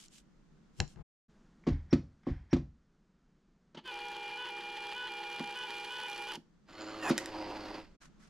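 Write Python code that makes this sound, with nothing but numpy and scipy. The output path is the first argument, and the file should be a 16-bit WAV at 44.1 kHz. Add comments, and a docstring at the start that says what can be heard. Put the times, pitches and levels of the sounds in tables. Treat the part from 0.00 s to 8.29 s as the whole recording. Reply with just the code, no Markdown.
"""A desk in a small room, with a label printer on it. After a rustle and a sharp click, a key is pressed
and let go twice, thumping through case and desk. A stepper motor (one that turns in tiny steps) whines
the tape out, a little higher over the blank gaps. Then a geared motor whirrs the cutter along, and the
blade squeals through the tape and snaps back. A last rustle follows, over the faint air of the room."""
import sys
import numpy as np
from scipy import signal
from scipy.fft import rfft, irfft, next_fast_len
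from scipy.io import wavfile

SR = 44100
rng = np.random.default_rng(int(sys.argv[2]) if len(sys.argv) > 2 else 0)


def output_pcm(signal):
    """Save a mono or channel-first signal as 16-bit PCM at the path in sys.argv[1].

    Samples are clipped to [-1, 1] before scaling.
    """
    pcm = np.clip(np.atleast_2d(signal).T, -1, 1) * 32767
    wavfile.write(sys.argv[1], SR, np.round(pcm).astype(np.int16))


N = 365588
T = np.arange(N) / SR

# the hiss of tape as it slides or tears: f/Hz, level/dB
TAPE_COLOUR = [(2940, -73), (5000, -1), (5490, -2.5), (5970, -2.5), (7680, -7), (8090, -10), (10000, -4),
               (10900, -13), (13600, -11.5), (15300, -40)]
PRESSES_S, RELEASES_S = [1.67, 2.265], [1.927, 2.529]   # the finger goes down and comes up
CUT_FROM_S, CUT_TO_S = 7.033, 7.099   # the blade goes through the tape


def feed():
    """The stepper sings one set of tones while printing, a higher one when free; gears and tape join in."""
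    # the motor's tones under the print head's drag, and running free: f/Hz, level/dB
    print_tones = [(344.5, -62), (409.1, -59.5), (479.1, -59), (822.5, -49), (958.5, -58), (1438, -58),
                   (1647, -69), (2398.5, -47), (2878, -56), (3358, -61)]
    free_tones = [(425.3, -59), (495.3, -60), (822.5, -61), (990, -50.5), (1485, -47.5), (1696, -61.5),
                  (1976, -63.5), (2473, -51.5), (2967, -45.5), (3462, -54)]
    # blank stretches of the label, where the motor runs free: start/s, end/s
    blanks = [(3.84, 3.91), (4.376, 4.497), (4.955, 5.085), (5.553, 5.668), (5.9, 6.075), (6.28, 6.45)]
    start_s, stop_s, first_catch_s, turn_s = 3.856, 6.362, 3.995, .1552
    free = during(blanks, ramp_s=.028)
    running = held(start_s, stop_s, rise_s=.0064, fall_s=.0048)
    fed = progress(start_s, stop_s)   # share of the label that is out
    # the gears catch once a turn: the motor is held back, then makes up the lost way
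    from_catch = ((T - first_catch_s + turn_s / 2) % turn_s - turn_s / 2) / .009
    catch = np.exp(-from_catch ** 2)
    print_speed = 1 + .021 * from_catch * catch
    # it starts a little too fast and brakes at the end
    starting = np.exp(-((T - start_s) / .0251) ** 2)
    braking = progress(stop_s - .05, stop_s)
    free_speed = 1 + .0501 * starting - .61 * braking
    tones = (1 - free) * whine(print_tones, print_speed, wobble=.0011, flutter_db=1.3, choke=catch)
    tones += free * whine(free_tones, free_speed, wobble=.0008, flutter_db=1.3, choke=catch / 2 + 3 * braking)
    tones *= from_db(-9 * starting - 2.4 * braking)   # off its running speed the motor sings less
    return running * tones + gears_and_tape(running, free, fed, catch)


def gears_and_tape(running, free, fed, catch):
    """The motor's steps rattle the gears and their plate; these and the tape grow louder as it feeds."""
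    # the rattle of the gears: f/Hz, level/dB
    gear_colour = [(130, -16.5), (340, -7), (560, -6), (740, -13), (850, -6.5), (1050, -3), (1300, -6.5),
                   (1780, -2), (2150, -7.5), (2650, -4.5), (2900, 1), (3250, 2), (3680, -9), (4450, -6),
                   (5600, -24), (9000, -36.5)]
    # where the plate that holds the gears rings: f/Hz, width/Hz, level/dB
    plate_peaks = [(354.8, 29.5, -5), (864.6, 53, -0.5), (947, 41, 0.5)]
    steps = rms_one(scuff(contacts(per_s=480, jitter=.02, uneven_db=3.5), t60=.016))
    ticks = rms_one(scuff(contacts(per_s=62, jitter=.08, uneven_db=3.5), t60=.016))
    slack = from_db(-3) * held(3.776, 3.793, rise_s=.0089, fall_s=.0095)   # the gears take up their play
    turning = (running + slack) * from_db(2.5 * fed)
    gears = from_db(-50.5 + 4.5 * catch) * colour(steps + .38 * ticks, gear_colour)
    plate = from_db(-56 + 3 * free) * resonate(steps, plate_peaks, flicker_db=3.5)
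    tape = from_db(-67.3 + 8 * fed ** 2) * colour(steps + 1.1 * ticks, TAPE_COLOUR)
    return turning * (gears + plate) + running * tape


def cutter():
    """Each turn of the motor shakes the cutter's parts, harder under load; gear teeth add grit."""
    # where the gears, lever, cover and blade guide ring: f/Hz, width/Hz, level/dB
    gear_peaks = [(103, 19, -10.5), (210, 30, -9.5), (334, 135, 1.5), (428, 21, -4), (525, 144, -2.5),
                  (590, 24, -18)]
    lever_peaks = [(728, 75, 0), (838, 48, 0), (950, 86, 1), (1190, 71, -14)]
    cover_peaks = [(2040, 140, 0.5), (2570, 490, -6.5), (4450, 350, -2), (4820, 300, -1)]
    guide_peaks = [(1195, 99, 2), (1424, 160, 0.5), (2950, 380, -7), (4300, 160, -6), (7000, 380, -14)]
    # the hiss of parts rubbing: f/Hz, level/dB
    friction_colour = [(820, -5.5), (1400, -1.5), (1850, -3.5), (2280, -6.5), (2730, -5), (3270, -8.5),
                       (4930, -12), (7070, -22), (8380, -30), (12400, -30.5), (15300, -44)]
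    # pressing the blade in, then drawing it back: start/s, end/s, load (0 to 1), rise/s, fall/s
    pushes = [(7.055, 7.105, .95, .028, .012), (7.35, 7.429, .6, .028, .33)]
    on_s, off_s, idle_share, draw_back_s = 6.692, 7.8, .36, pushes[1][0]
    # the motor idles, drives the lever there and back, then coasts to rest
    engaged = held(6.79, 7.77, rise_s=.021, fall_s=.069)
    effort = held(on_s, off_s, rise_s=.012, fall_s=.059) * (idle_share + (1 - idle_share) * engaged)
    load = sum(share * held(a, b, rise, fall) for a, b, share, rise, fall in pushes)
    rotor_hz = 105.55 * (1 - .12 * load ** 4 + .012 * drift(6))   # it slows under load
    turns = contacts(per_s=rotor_hz, jitter=.01, uneven_db=2.5)
    teeth = contacts(per_s=3 * rotor_hz, jitter=.03, uneven_db=3)
    drive = (rms_one(turns) + .8 * rms_one(scuff(teeth, t60=.012))) * from_db(1.5 * drift(45))
    gears = from_db(-48.5 + 7.5 * load) * resonate(drive, gear_peaks)
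    lever = from_db(-56.5 + 18 * load + 1.9 * drift(13)) * resonate(drive, lever_peaks)
    tremble = rms_one(cut(rng.standard_normal(N), hz=65, kind="low", order=3))
    desk = from_db(-61) * held(draw_back_s, off_s, rise_s=.35, fall_s=.19) * tremble
    cover = from_db(-58) * resonate(drive, cover_peaks, flicker_db=2.5)
    friction = from_db(-53.5) * colour(scuff(teeth, t60=.037), friction_colour)
    going_in = held(on_s, CUT_TO_S, rise_s=.01, fall_s=.13)   # the blade holder scrapes along its guide
    scrape = from_db(-53.5) * going_in * resonate(drive, guide_peaks, flicker_db=3)
    whirr = from_db(4 * load) * (cover + friction + scrape)
    return effort ** 1.08 * (gears + lever) + effort * whirr + desk


def blade_squeal():
    """The blade sticks and slips in the tape, ever slower as the load grows; the film tears and crunches."""
    # the tones of the squeal: multiple of the pitch, level/dB
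    partials = [(1, -17), (2, 0), (3, -2), (4, -24)]
    # where the blade rings: f/Hz, width/Hz, level/dB
    blade_peaks = [(343, 110, -4), (597, 300, -5.5), (1150, 230, 1.5), (1530, 170, -5.5), (1850, 200, -4.5),
                   (3300, 470, -14), (7060, 860, -18)]
    start_hz, sag_hz, sag_s, bite_s = 924, 136, .042, .012
    pitch = start_hz - sag_hz * (1 - np.exp(-np.maximum(T - CUT_FROM_S, 0) / sag_s))
    phase = 2 * np.pi * np.cumsum(pitch * (1 + .022 * drift(250))) / SR
    tone = from_db(4 * drift(200)) * sum(from_db(db) * np.sin(k * phase) for k, db in partials)
    tearing = scuff(contacts(per_s=170, jitter=.35, uneven_db=1.5), t60=.031)
    hiss = from_db(-12.5 + 5 * progress(CUT_FROM_S, CUT_TO_S) ** 3) * colour(tearing, TAPE_COLOUR)
    crunch = resonate(tearing, blade_peaks)
    squealing = held(CUT_FROM_S, CUT_FROM_S, rise_s=.011, fall_s=.14)
    squealing *= held(0, CUT_TO_S, rise_s=1, fall_s=.004)   # it stops when the film parts
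    biting = held(CUT_FROM_S + bite_s, CUT_TO_S, rise_s=.026, fall_s=.0044)
    return from_db(-39.5) * (squealing * tone + biting * (hiss + crunch))


def blade_snap():
    """Small plastic parts crack against each other as the blade snaps back."""
    # each snap: t/s, level/dB, brightness/dB per octave
    hits = [(7.1, -25, -1), (7.179, -17, 2), (7.181, -23, -4), (7.1864, -24.5, -2), (7.2587, -27, 0)]
    # the notes of the small parts: f/Hz, level/dB, ring time/s
    modes = [(1490, -7.5, 0.011), (1879, -3.5, 0.018), (2470, -12, 0.013), (3050, -11, 0.011),
             (3760, -7.5, .013), (5170, -5, 0.012), (5900, -5, 0.0057), (7270, -4, 0.0076),
             (8930, -9, .0063)]
    return snaps(hits, modes, crack_db=-14, top_hz=12500)


def knocks():
    """Key blows and inner jolts ring the case and desk; the plastic ticks, and buzzes under the finger."""
    # the key lands, hits bottom, pushes the printer into the desk and springs back:
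    # t/s, case level/dB, desk level/dB, tick level/dB, centre/Hz
    key_blows = [(1.667, -25.5, -43.5, -44.5, 400), (1.6715, -14, -36.5, -51.5, 220),
                 (1.684, -23, -42, -45.5, 400), (1.702, -38, -31, -61.5, 85), (1.728, -36, -33, -56, 60),
                 (1.9275, -8.5, -28, -32, 200), (2.268, -21, -39, -59, 330),
                 (2.285, -26.5, -42.5, -60, 380), (2.3, -36, -33, -65, 70), (2.529, -11, -27, -34, 185),
                 (2.564, -20, -34, -49, 200)]
    # gears take up, the feed bumps and stops, the cutter hits its end stop:
    # t/s, case level/dB, tick level/dB, centre/Hz
    jolts = [(3.746, -44.5, -50, 260), (3.772, -37.5, -50, 221), (5.401, -25, -47, 520),
             (6.371, -39, -63, 240), (7.1011, -14, -33, 340), (7.11, -22, -39, 450)]
    # the notes of the case and of the desk top: f/Hz, level/dB, ring time/s
    case_modes = [(151, -4.5, 0.068), (232, 1, 0.041), (264, -2, .07), (339, -4, 0.05), (493, -11.5, 0.043),
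                  (554, -14, 0.055), (748, -15, 0.033), (1096, -9.5, 0.022)]
    desk_modes = [(36, 0, .3), (57, -3, 0.52), (75.7, 1, 0.4), (98.5, -2, 0.21), (139.3, 2, 0.2),
                  (189, -3, 0.18), (272.2, 2, 0.17)]
    # where loose plastic buzzes: f/Hz, width/Hz, level/dB
    buzz_peaks = [(910, 350, 2.5), (1800, 830, 3.5), (3000, 470, -5), (4800, 1000, -11)]
    jolt_desk_db = -74   # little of a jolt reaches the desk
    blows = key_blows + [(s, case, jolt_desk_db, tick, hz) for s, case, tick, hz in jolts]
    times, case_db, desk_db, tick_db, centre_hz = np.transpose(blows)

    def strike(modes, levels):
        """A blow rings the notes near its centre pitch most."""
        ringing = 0
        for k, (hz, db, t60) in enumerate(modes):
            strength = levels + db - 2.5 * np.log2(hz / centre_hz) ** 2 + rng.normal(0, 1, len(times))
            ringing += (-1) ** k * ring(clicks_at(times, strength), hz, t60)
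        return ringing

    case = cut(strike(case_modes, case_db - 1.5), hz=124, kind="high", order=3)
    desk = strike(desk_modes, desk_db)
    force = cut(clicks_at(times, tick_db + 8), hz=90, kind="low", order=1)   # the key gives over a few ms
    ticks = cut(scuff(force, t60=.058), hz=5640, kind="low", order=5)
    ticks = .5 * ticks + cut(ticks, hz=1110, kind="low", order=1)   # a fingertip is a soft striker
    ticks = cut(ticks, hz=400, kind="high", order=2)
    buzz = from_db(-101.5) * resonate(scuff(clicks_at(times, .5 * case_db), t60=.3), buzz_peaks)
    return case + desk + ticks + buzz + finger_rub(buzz_peaks)


def finger_rub(peaks):
    """The fingertip taps the key just before each press, rubs as it sinks and again as it lifts."""
    touch = sum(held(s - .031, s - .031, rise_s=.001, fall_s=.0049) for s in PRESSES_S)
    down = sum(held(s + .011, s + .02, rise_s=.011, fall_s=.065) for s in PRESSES_S)
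    up = sum(held(s, s, rise_s=.011, fall_s=.0325) for s in RELEASES_S)
    level = from_db(-63.5) * touch + from_db(-56.5) * down + from_db(-53.5) * up
    return level * resonate(rng.standard_normal(N), peaks)


def key_squeak(hz=5560, level_db=-59):
    """Plastic sticks and slips on plastic for a moment before the key springs back."""
    lifting = during([(s - .018, s) for s in RELEASES_S], ramp_s=.0055)
    return lifting * whine([(hz, level_db)], 1 + .025 * drift(400), wobble=.011, flutter_db=1.5)


def handling_clicks():
    """A plastic thing clicks and rings as it is handled."""
    # each click: t/s, level/dB, brightness/dB per octave
    hits = [(0.083, -49, 12), (0.802, -13.5, -1), (0.878, -47, 10), (0.9595, -56, -9)]
    # the notes of the thing: f/Hz, level/dB, ring time/s
    modes = [(138, -9, .1), (775, -16, .04), (1680, -8, .017), (2050, -12, .014), (2720, -6, .011),
             (3130, -9, 0.013), (4130, -3, 0.0099), (5600, -5, .009), (6750, -7.5, .007), (7200, -8, 0.012)]
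    return snaps(hits, modes, crack_db=-22.5, top_hz=10000)


def rustles():
    """Light stuff, such as paper or cloth, slides in small clumps at the start and again at the end."""
    # the movements, one list for each rustle: start/s, end/s, level/dB
    moves = [
        [(0.0, 0.055, -57), (.13, .192, -59.5), (.787, .8, -58.5), (.885, 0.93, -67)],
        [(8.022, 8.06, -57.5), (8.21, 8.28, -65)],
    ]
    # the tone of each rustle: f/Hz, level/dB
    colours = [
        [(530, -27), (900, -11.5), (1870, -10.5), (3060, -1), (3870, -4), (7670, -2), (12000, -17.5),
         (15000, -29.5)],
        [(350, -34), (600, -7), (852, -9), (1310, 2), (3270, -9.5), (6340, -7.5), (11900, -24.5),
         (15000, -51.5)],
    ]
    sliding = sum(strokes(rows, rise_s=.015, fall_s=.013) * diffuse(spectrum)
                  for rows, spectrum in zip(moves, colours))
    return sliding * from_db(-2 + 2 * drift(120)) * pan(db=-.5)


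def hand_bump():
    """A hand bumps the left of the microphone and shifts on it."""
    # the bump and the shift: start/s, end/s, level/dB
    moves = [(.806, .818, -28), (.97, 1.025, -44)]
    # their dull thud: f/Hz, level/dB
    thud_colour = [(25, -9.5), (55, 2), (90, -8.5), (140, 1.5), (215, -20), (420, -18), (570, -30.5),
                   (800, -26)]
    return from_db(-2.5) * strokes(moves, rise_s=.0061, fall_s=.019) * diffuse(thud_colour) * pan(db=6.5)


def air():
    """The room rumbles and hisses faintly, slowly swelling and sinking."""
    # how loud the air is: t/s, level/dB
    levels = [(0, -77), (1.4, -74), (2.7, -81), (6.5, -78.5), (8.29, -73.5)]
    # the low rumble and the hiss: f/Hz, level/dB
    rumble_colour = [(20, 2), (43, -2.5), (70, -12.5), (110, -21.5), (145, -1.5), (215, -1), (260, -9.5),
                     (340, -11.5), (800, -29)]
    hiss_colour = [(600, -4), (1400, -1.5), (2400, -10.5), (6800, -14.5), (9400, -27.5), (12000, -39)]
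    level = from_db(np.interp(T, *np.transpose(levels)))
    return level * (from_db(12.5) * diffuse(rumble_colour) + diffuse(hiss_colour))


def room(x, wet_db):
    """The walls add a short echo that dies band by band; both ears hear nearly the same bass."""
    # how long the room rings: f/Hz, ring time/s
    ring_times = [(100, .4), (300, 0.16), (900, .3), (1900, 0.15), (5000, 0.29), (12000, .18)]
    t, tail = T[:SR // 2], 0
    edges = np.geomspace(60, 16000, 9)
    for low, high in zip(edges, edges[1:]):
        hz = np.sqrt(low * high)
        mid, side = band(rng.standard_normal((2, len(t))), low, high)
        fade = from_db(-60 * t / at_hz(ring_times, hz)) * (t > .003)
        width = hz / (hz + 700)
        ears = (mid + width * side * [[1], [-1]]) / np.hypot(1, width)
        tail += ears * fade / np.linalg.norm(fade)
    return x + from_db(wet_db) * signal.fftconvolve(x[None], tail, axes=1)[:, :N]


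def whine(tones, speed, wobble, flutter_db, choke=0):
    """Tones share one uneven speed and each flutters in level; choking dims the high ones most."""
    clock = np.cumsum(speed + wobble * drift(30)) / SR
    total = 0
    for hz, db in tones:
        gain = from_db(db + flutter_db * drift(10.3) - 4.8 * choke * hz / 1000)
        total += np.sqrt(2) * gain * np.sin(2 * np.pi * (hz * clock + rng.random()))
    return total


def snaps(hits, modes, crack_db, top_hz):
    """Plastic snaps: a crack of noise and a few short notes, each hit with its own brightness."""
    times, level, tilt = np.transpose(hits)
    total = scuff(clicks_at(times, level + crack_db), t60=.012)
    for k, (hz, db, t60) in enumerate(modes):
        brightness = tilt * np.log2(max(hz, 1000) / 4000)
        strength = level - 5.5 + db + brightness + rng.normal(0, .93, len(times))
        total += (-1) ** k * ring(clicks_at(times, strength), hz, t60)
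    return cut(total, hz=top_hz, kind="low", order=4)


def contacts(per_s, jitter, uneven_db):
    """Nearly regular clicks of uneven strength, as when gear teeth meet."""
    count = np.floor(np.cumsum(per_s * (1 + jitter * drift(40))) / SR)
    return (np.diff(count, prepend=0) > 0) * from_db(uneven_db * np.clip(rng.standard_normal(N), -2, 2))


def clicks_at(times, db):
    """Single clicks at given times and levels."""
    return np.bincount(np.round(times * SR).astype(int), from_db(db), N)[:N]


def scuff(clicks, t60):
    """Each click starts a puff of noise that fades by 60 dB in t60 seconds."""
    fade = signal.lfilter([1], [1, -from_db(-60 / (t60 * SR))], clicks + 1e-18)
    return fade * rng.standard_normal(N)


def ring(clicks, hz, t60):
    """Each click starts a pure note; its ring time t60 is the seconds it takes to fade by 60 dB."""
    decay, angle = from_db(-60 / (t60 * SR)), 2 * np.pi * hz / SR
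    return signal.lfilter([0, np.sin(angle)], [1, -2 * decay * np.cos(angle), decay ** 2], clicks + 1e-18)


def resonate(x, peaks, flicker_db=0):
    """Keep the bands where a part rings; with flicker, each swells and fades by itself."""
    total = 0
    for hz, width, db in peaks:
        flicker = flicker_db * drift(12) if flicker_db else 0
        total += from_db(db + flicker) * band(x, hz - width / 2, hz + width / 2)
    return rms_one(total)


def diffuse(spectrum):
    """Noise from all around: alike in both ears in the bass, less so in the treble."""
    # how alike the two ears are: f/Hz, likeness (0 to 1)
    likeness = [(60, 1), (180, 0.39), (1640, 0.47), (4920, 0.26)]
    mid, side = rfft(rng.standard_normal((2, next_fast_len(N))))
    alike = np.clip(at_hz(likeness, np.linspace(0, SR / 2, len(mid))), 0, 1)
    ears = irfft(np.sqrt(1 + alike) * mid + np.sqrt(1 - alike) * side * [[1], [-1]])
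    return colour(ears[:, :N], spectrum)


def colour(x, spectrum):
    """Shape a sound's lows and highs by a table, fading away beyond the table's ends."""
    size = next_fast_len(N)
    hz = np.arange(size // 2 + 1) * SR / size + .0013
    outside = np.maximum(1, np.maximum(spectrum[0][0] / hz, hz / spectrum[-1][0]))
    gain = from_db(at_hz(spectrum, hz)) / outside ** 2
    return rms_one(irfft(rfft(x, size) * gain, size)[..., :N])


def band(x, low, high):
    """Keep what lies between two frequencies."""
    return signal.sosfilt(signal.butter(2, [low, high], "band", fs=SR, output="sos"), x)


def cut(x, hz, kind, order):
    """Keep the "low" or the "high" side of a frequency."""
    return signal.sosfilt(signal.butter(order, hz, kind, fs=SR, output="sos"), x)


def drift(rate):
    """A smooth random wander of typical size 1; a higher rate wanders faster."""
    decay = np.exp(-80 * np.pi * rate / SR)
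    slow = signal.lfilter([1], [1, -2 * decay, decay ** 2], rng.standard_normal(N // 40 + 2002))[2000:]
    return np.interp(np.arange(N) / 40, np.arange(len(slow)), rms_one(slow))


def held(start, stop, rise_s, fall_s):
    """A level that swells up to 1 at start, holds until stop and dies away."""
    return np.exp(-np.clip(np.maximum((start - T) / rise_s, (T - stop) / fall_s), 0, 30))


def strokes(rows, rise_s, fall_s):
    """One level curve with a swell for each row of start/s, end/s, level/dB."""
    return sum(from_db(db) * held(a, b, rise_s, fall_s) for a, b, db in rows)


def during(spans, ramp_s):
    """1 inside the spans, 0 outside, with short ramps."""
    return sum(np.clip(np.minimum(T - a, b - T) / ramp_s + .5, 0, 1) for a, b in spans)


def progress(start, stop):
    """Climb evenly from 0 at start to 1 at stop."""
    return np.clip((T - start) / (stop - start), 0, 1)


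def at_hz(points, hz):
    """Read between a table's rows, with every octave equally wide."""
    freqs, values = np.transpose(points)
    return np.interp(np.log(np.maximum(hz, 1)), np.log(freqs), values)


def pan(db):
    """Gains of the two ears, the left louder by db."""
    return from_db(np.array([[db], [-db]]) / 2)


def from_db(db):
    """Turn decibels into a gain."""
    return np.exp(np.asarray(db) * (np.log(10) / 20))


def rms_one(x):
    """Scale a sound to an average strength (rms) of 1."""
    return x / np.sqrt(np.mean(x ** 2) + 1e-20)


def scene():
    """All the sounds meet in the room, with the feed and the cutter slightly to the right."""
    clicks = handling_clicks()
    snap = blade_snap()
    blows = room(knocks() + key_squeak(), wet_db=-8.5) + room(clicks, wet_db=-15.5)
    feeding = room(feed(), wet_db=-17)
    cutting = room(cutter() + blade_squeal() + snap, wet_db=-11.5)
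    left, right = (feeding + cutting) * pan(db=-1.55)
    motors = np.array([np.roll(left, 1), right])   # the left ear hears them one sample later
    return blows + motors + rustles() + hand_bump() + air()


def record(dry):
    """The sound narrows to the middle, slowly widens again and drops out twice; the top treble is cut."""
    # how wide the sound is: t/s, width (0 to 1)
    widths = [(0, 1), (1.05, 1), (1.25, .02), (3.6, .02), (4.5, .6), (5.7, 1), (8.29, 1)]
    # where the sound drops out: start/s, end/s
    silences = [(1.021, 1.29), (7.961, 8.009)]
    top_hz = 15000
    mid = dry.mean(axis=0)
    narrowed = mid + np.interp(T, *np.transpose(widths)) * (dry - mid)
    audible = 1 - during(silences, ramp_s=.016)
    return signal.sosfilt(signal.ellip(10, .1, 80, top_hz, fs=SR, output="sos"), narrowed * audible)


dry = scene()
out = record(dry)
output_pcm(out)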